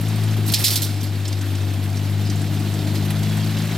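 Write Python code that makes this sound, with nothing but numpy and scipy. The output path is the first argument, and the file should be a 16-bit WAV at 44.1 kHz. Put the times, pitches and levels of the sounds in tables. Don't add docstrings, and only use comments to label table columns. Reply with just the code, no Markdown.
import sys
import numpy as np
from scipy import signal
from scipy.fft import rfft, irfft, next_fast_len
from scipy.io import wavfile
from scipy.ndimage import uniform_filter1d

SR = 44100
rng = np.random.default_rng(int(sys.argv[2]) if len(sys.argv) > 2 else 0)


def voltage_ratio(level):
    return 10 ** (np.asarray(level, float) / 20)


def unload_audio(sound):
    columns = np.transpose(np.atleast_2d(sound))
    steps = np.round(np.clip(columns, -1, 1) * 32767)
    wavfile.write(sys.argv[1], SR, steps.astype(np.int16))


N = 166257


def evened(x):
    return x / np.sqrt(np.mean(x ** 2) + 1e-20)


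def read(points, hz):
    f, value = np.transpose(points)
    return np.interp(np.log(hz + 1), np.log(f + 1), value)


def control(column):
    # time in seconds, boom pitch in Hz, boom level in dB,
    # exhaust turned towards us in dB, flail load in dB.
    drive = [(0, 106.4, -22.5, 0.5, 3.5), (.3, 106.9, -20, -1.5, 4), (.5, 104.7, -23.5, 1, 3),
             (.66, 103.4, -21, -13.5, 8), (.88, 101.3, -24, -6.5, 2), (1.1, 100.6, -22.5, -8, 1.5),
             (1.4, 99.16, -20, -13.5, 2), (1.801, 98.83, -22, -4, 1.5), (2.1, 101.2, -22.5, -1, 2),
             (2.35, 101.3, -23.5, 1, 2.5), (2.7, 101.4, -27, 0.5, 3.5), (3, 101.4, -25.5, 3.5, 4.5),
             (3.299, 104, -21.5, 4.5, 5), (3.55, 105.3, -23.5, 3.5, 5), (3.77, 107.4, -28, 4.5, 6.5)]
    rows = np.array(drive)
    return np.interp(np.arange(N) / SR, rows[:, 0], rows[:, column])


def colour(x, points):
    size = next_fast_len(len(x) + 2048)
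    gain = voltage_ratio(read(points, np.fft.rfftfreq(size, 1 / SR)))
    return irfft(rfft(x, size) * gain, size)[:len(x)]


def drift(top_hz):
    size = next_fast_len(N)
    lowpass = 1 / (1 + (np.fft.rfftfreq(size, 1 / SR) / top_hz) ** 4)
    x = irfft(rfft(rng.standard_normal(size)) * lowpass, size)[:N]
    return evened(x - x.mean())


def resonate(x, hz, width):
    turn = np.exp(2j * np.pi * np.cumsum(hz * np.ones(len(x))) / SR)
    r = np.exp(-np.pi * width / SR)
    return 2 * (turn * signal.lfilter([1 - r], [1, -r], x / turn)).real


def add(mix, s, sound):
    part = mix[round(s * SR):][:len(sound)]
    part += sound[:len(part)]


def burst(rise, hold, t60):
    t = np.arange(SR // 4) / SR
    release = voltage_ratio(-60 * np.maximum(t - hold, 0) / max(t60, .01))
    return np.minimum(t / rise, 1) * release


def tree_line_echo(stones):
    t60_s, level_db = 0.3, -19
    t = np.arange(SR // 2) / SR
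    tail = rng.standard_normal(len(t)) * voltage_ratio(-60 * t / t60_s) * (t > .01)
    return voltage_ratio(level_db) * signal.fftconvolve(stones, tail / np.linalg.norm(tail))[:N]


def squeak():
    # start in seconds, length in seconds, first pitch in Hz, last pitch in Hz, level in dB.
    whistles = [(1.252, .045, 5200, 5200, -40), (1.326, .015, 4900, 4900, -38),
                (2.25, .035, 5300, 5250, -43), (2.25, .03, 4750, 4750, -41), (2.285, .035, 4900, 4900, -41),
                (2.96, .04, 4100, 4050, -42), (3.23, .125, 3410, 3350, -41), (3.355, .09, 3320, 3230, -43),
                (2.78, .07, 3900, 3500, -46), (1.55, .2, 2600, 2600, -50), (1.03, .035, 12700, 12700, -44)]
    fuzz_width_hz, clean_share = 18, .7
    out = np.zeros(N)
    for start, length, from_hz, to_hz, db in whistles:
        u = np.arange(round(length * SR)) / (length * SR)
        hz = from_hz + (to_hz - from_hz) * u ** 1.312
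        fuzz = evened(resonate(rng.standard_normal(len(u)), hz, fuzz_width_hz))
        clean = evened(np.sin(2 * np.pi * np.cumsum(hz) / SR))
        tone = clean_share * clean + (1 - clean_share) * fuzz
        add(out, start, voltage_ratio(db) * tone * np.sin(np.pi * u ** .5) ** 0.12)
    return out


def ticks():
    # time in seconds, peak in dB, centre in Hz, width in Hz.
    strays = [(.009, -25.5, 11200, 4000), (0.083, -25, 8500, 6000), (0.158, -27, 8900, 7000),
              (.235, -24.5, 8900, 6000), (0.308, -29, 6350, 3000), (0.366, -31, 11400, 3140),
              (1.093, -39, 6000, 3000), (1.2525, -23.5, 4000, 3000), (1.2774, -21, 7460, 3600),
              (1.3252, -24.5, 5000, 3000), (1.388, -33, 7500, 2970), (1.4104, -26, 5900, 5000),
              (1.5506, -26.5, 5500, 4000), (1.9704, -24, 5470, 2500), (2.25, -30, 5000, 2500),
              (2.298, -20.5, 5806, 2500), (2.3571, -28, 7050, 2500), (2.415, -27.5, 7700, 2490),
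              (2.739, -27, 7100, 3000), (2.789, -25, 3986, 4013), (2.869, -29, 2950, 2980),
              (2.954, -23.5, 5033, 6000), (3.1036, -22.5, 2893, 2530), (3.104, -22.5, 10440, 5000),
              (3.185, -31, 2970, 2950), (3.23, -25, 5950, 5030), (3.368, -25, 7950, 7040),
              (3.4931, -29.5, 2960, 2980), (3.5681, -25, 3480, 4000), (3.585, -27, 7000, 3495),
              (3.6187, -24.5, 5000, 4040), (3.717, -26, 4044, 3930)]
    rise_s, hold_s, t60_s, trim_db = .0006, 0.005, 0.06, -9
    ring_db, ring_width_hz = -12, 60
    out = np.zeros(N)
    noise = rng.standard_normal((len(strays), SR // 4))
    for (s, db, hz, width), row in zip(strays, noise):
        puff = evened(resonate(resonate(row, hz, width), hz, 2 * width))
        puff = puff * burst(rise_s, hold_s, t60_s)
        ring = resonate(puff, hz, ring_width_hz)
        add(out, s, voltage_ratio(db + trim_db) * (puff + voltage_ratio(ring_db) * ring / abs(ring).max()))
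    return out


def grains():
    grains_per_s, grain_spread_db = 8000, 3
    chips_per_s, chip_cycles, chip_share = 9000, 24, .45
    size = voltage_ratio(grain_spread_db * np.minimum(rng.exponential(1, N), 5)) * rng.choice([-1., 1.], N)
    luck = rng.random(N)
    kind = rng.integers(0, 24, N)
    t = np.arange(400) / SR
    pitches = np.linspace(1800, 15500, 24) * rng.uniform(.95, 1.05, 24)
    chips = np.zeros(N)
    for k, hz in enumerate(pitches):
        hits = size * (luck < chips_per_s / SR) * (kind == k)
        ring = np.sqrt(hz) * np.sin(2 * np.pi * hz * t) * np.exp(-t * hz * np.pi / chip_cycles)
        chips += signal.oaconvolve(hits, ring)[:N]
    clicks = size * (luck > 1 - grains_per_s / SR)
    return (1 - chip_share) * evened(clicks) + chip_share * evened(chips)


def gravel():
    # time in seconds, peak in dB, ring T60 in seconds,
    # brightness in dB per octave, hold in seconds.
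    spits = [(0.462, -25, 0.52, 7.5, .005), (0.479, -26, 0.15, 7, .005), (0.4972, -17, 0.058, -12, .003),
             (0.5187, -22, .05, 9, .008), (0.537, 3.5, 0.1, 1, 0.0076), (0.586, -25, 1, 10, 0.0055),
             (.6375, -19, 0.1, -5, .005), (0.6413, 2, 0.17, 1, 0.0095), (0.665, -17, 0.12, 6, .004),
             (0.68, -19, 0.066, 8.5, .004), (0.7053, -14, 0.31, 4.5, .005), (0.729, -25, 0.08, 6, .006),
             (0.7562, -5.5, 0.086, 3, 0.0076), (0.8195, -14.5, 0.14, 6, 0.0067),
             (.84, -25, 0.23, 5, 0.0093), (1.01, -24, 0.074, 2.5, .008), (1.0307, -22, 0.065, 2.5, 0.012)]
    # frequency in Hz, density in dB per Hz.
    stone_colour = [(710, -52), (1200, -38), (2000, -7.5), (2320, -9), (3250, -6), (4410, 1), (6650, -5.5),
                    (12700, -9), (16000, -18)]
    # start, top and end in seconds.
    spray_s = (.46, .72, 1.07)
    rise_s, trim_db, spray_db = 0.00079, -11, -31.5
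    treble_hz, treble_t60_share = 5740, 0.66
    stones = evened(colour(grains(), stone_colour))
    body = colour(stones, [(treble_hz * .8, 0), (treble_hz * 1.5, -14)])
    treble = stones - body
    out = np.zeros(N)
    for s, db, t60, tilt_db, hold in spits:
        at = slice(round(s * SR), round(s * SR) + SR // 4)
        part = body[at] * burst(rise_s, hold, t60)
        part = part + treble[at] * burst(rise_s, hold, treble_t60_share * t60)
        tilt = [(900, -tilt_db - 20), (2000, -tilt_db), (16000, 2 * tilt_db)]
        add(out, s, voltage_ratio(db + trim_db) * colour(part, tilt))
    start, top, end = spray_s
    spray = np.interp(np.arange(N) / SR, [start, start + .03, top, end], [0, .6, 1, 0])
    return out + voltage_ratio(spray_db) * spray * stones[::-1]


def flails(turns):
    # frequency in Hz, density in dB per Hz.
    hiss_colour = [(530, -31), (900, -8.5), (1130, -6.5), (1530, -3.5), (1660, -4.5), (3770, -4),
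                   (9770, -14), (12600, -14), (16000, -21.5)]
    bite_bands_hz = (1200, 3000, 6000, 11000)
    bite_weights = (0.06, 0.38, 1.23, 1.3)
    hiss_db, flap_db, patch_db = -38.5, 0.86, 0.8
    rotor_share, rotor_depth = 0.65, 0.036
    bites_per_s, bite_s, bite_depth = 70, 0.0083, 0.43
    hop = 64
    frames, hz = N // hop + 6, np.fft.rfftfreq(256, 1 / SR)
    a, b, patches = rng.standard_normal((frames, 129, 3)).T
    patches = uniform_filter1d(patches, size=14, axis=0)
    patches = evened(uniform_filter1d(patches, size=12, axis=1))
    struck = rng.random((frames, 1)) < bites_per_s * hop / SR
    hits = struck * rng.random((frames, 4)) ** 2 * bite_weights
    bites = signal.lfilter([1], [1, -np.exp(-hop / (bite_s * SR))], hits, axis=0)
    spread = np.array([np.interp(hz, bite_bands_hz, row) for row in np.eye(4)])
    z = (a + 1j * b) * voltage_ratio(patch_db * patches) * (1 + bite_depth * (bites @ spread).T)
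    hiss = signal.istft(z, nperseg=256, noverlap=192)[1][:N]
    hiss = evened(colour(hiss, [(500, -54)] + hiss_colour))
    rotor = 1 + rotor_depth * np.cos(2 * np.pi * rotor_share * turns)
    flap = voltage_ratio(flap_db * drift(top_hz=44.4)) * rotor
    return hiss * flap * voltage_ratio(hiss_db + control(column=4))


def engine(turns):
    # order of half the boom pitch, level in dB over the boom reference,
    # then how far it follows the boom level, the exhaust turn and the ground echo, as shares.
    orders = [(1, -27.5, 0.33, 0.64, 0.28), (2, 1, 1, 0.39, 0.31), (3, -8.5, 0.14, 0.88, 0.0089),
              (4, -12, 0.66, 1.49, 0.15), (5, -25.5, 1, 0.042, 0.013), (6, -20.5, 0.23, 0.35, 1.18),
              (7, -26.5, 1, -0.28, 0)]
    wander_db = (.8, .4, .5, .6, 1.5, 1.5, 2)
    # time in seconds, lift in dB.
    ground_echo = [(0, -8), (.3, 2), (1.62, 3.5), (1.8, -2), (2.35, 1), (2.7, 3.5), (2.95, 4),
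                   (3.249, -11.5), (3.77, -5)]
    # frequency in Hz, density in dB per Hz.
    rumble_colour = [(40, -21), (75, -8), (130, -1), (300, -0.5), (500, -15), (700, -10), (1000, -20),
                     (1500, -35)]
    boom_ref_db, phase_wander = -22, .55
    rumble_db, rumble_turn, rumble_load, rumble_throb = -32.5, 0.21, 0.22, 0.15
    boom, turn = control(column=2) - boom_ref_db, control(column=3)
    ground = np.interp(np.arange(N) / SR, *np.transpose(ground_echo))
    out = np.zeros(N)
    for k, (_, db, own, turned, echoed) in enumerate(orders, start=1):
        level_db = boom_ref_db + db + own * boom + turned * turn + echoed * ground
        level = voltage_ratio(level_db + wander_db[k - 1] * drift(top_hz=9.5))
        phase = phase_wander * np.sqrt(abs(k - 2)) * (2 + drift(top_hz=1.05))
        out += np.sqrt(2) * level * np.cos(k * 2 * np.pi * turns + phase)
    throb = 1 + rumble_throb * np.cos(2 * np.pi * turns)
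    rumble = evened(colour(rng.standard_normal(N) * throb, rumble_colour))
    level_db = rumble_db + rumble_turn * turn + 0.1 * ground + rumble_load * control(column=4)
    return out + rumble * voltage_ratio(level_db + .5 * drift(top_hz=1.5))


def scatter(x):
    # frequency in Hz, coherence from 0 to 1.
    likeness = [(60, 0.99), (180, 0.76), (550, 1), (1650, 0.72), (4970, 0.52), (15000, 0.6)]
    scatter_gain = 1.15
    hz, _, z = signal.stft(np.array([x, x]), SR, nperseg=192, noverlap=144)
    same = np.where(hz < 300, 1, np.clip(read(likeness, hz), 0, 1))[:, None]
    scattered = np.sqrt(1 - same) * np.exp(2j * np.pi * rng.random(z.shape))
    z = z * (np.sqrt(same) + scatter_gain * scattered)
    return signal.istft(z, nperseg=192, noverlap=144)[1][:, :N]


def scene():
    pitch_jitter, stones_scattered, thin_scattered = .003, .9, .4
    half_boom_hz = control(column=1) / 2
    turns = np.cumsum(half_boom_hz * (1 + pitch_jitter * drift(top_hz=4.7))) / SR
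    stones, thin = gravel(), ticks()
    echo = tree_line_echo(stones + thin)
    thin = thin + squeak()
    wide = engine(turns) + flails(turns) + echo
    wide = wide + stones_scattered * stones + thin_scattered * thin
    return scatter(wide) + (1 - stones_scattered) * stones + (1 - thin_scattered) * thin


def two_ports(dry):
    # frequency in Hz, gain in dB.
    mic_colour = [(3000, 0.5), (4300, 1), (6500, -2.5), (8500, 0), (10000, -3.5), (12300, 2), (15000, -1)]
    # frequency in Hz, difference in dB.
    lean = [(60, 6), (150, 3), (380, 2.5), (950, 3.5), (2380, 0), (5980, -3.5), (15000, -8.5)]
    # frequency in Hz, lead in radians.
    lead = [(3500, 0), (8000, 1.08), (12500, 1.5), (15800, 2.5)]
    edge_hz = 16000
    size = next_fast_len(N + 4096)
    hz = np.fft.rfftfreq(size, 1 / SR)
    sides = np.array([[1], [-1]])
    port = (hz < edge_hz) * voltage_ratio(read(mic_colour, hz) + read(lean, hz) / 2 * sides)
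    port = port * np.exp(.5j * read(lead, hz) * sides)
    return irfft(rfft(dry, size) * port, size)[:, :N]


def limiter(x):
    limit_db, share, recover_db_per_s, sense_s = -15.5, 0.59, 296, 0.0036
    power = uniform_filter1d((x ** 2).max(0), int(sense_s * SR))
    power_db = 10 * np.log10(abs(power) + 1e-12)
    fall = np.arange(N) * recover_db_per_s / SR
    held_db = np.maximum.accumulate(power_db + fall) - fall
    over_db = np.maximum(held_db - limit_db, 0)
    return np.clip(x / voltage_ratio(share * uniform_filter1d(over_db, size=100)), -1, 1)


def low_pass(x):
    return signal.sosfilt(signal.butter(12, 16100, fs=SR, output="sos"), x)


def record(dry):
    mix = limiter(two_ports(dry))
    return low_pass(mix)


dry = scene()
out = record(dry)
unload_audio(out)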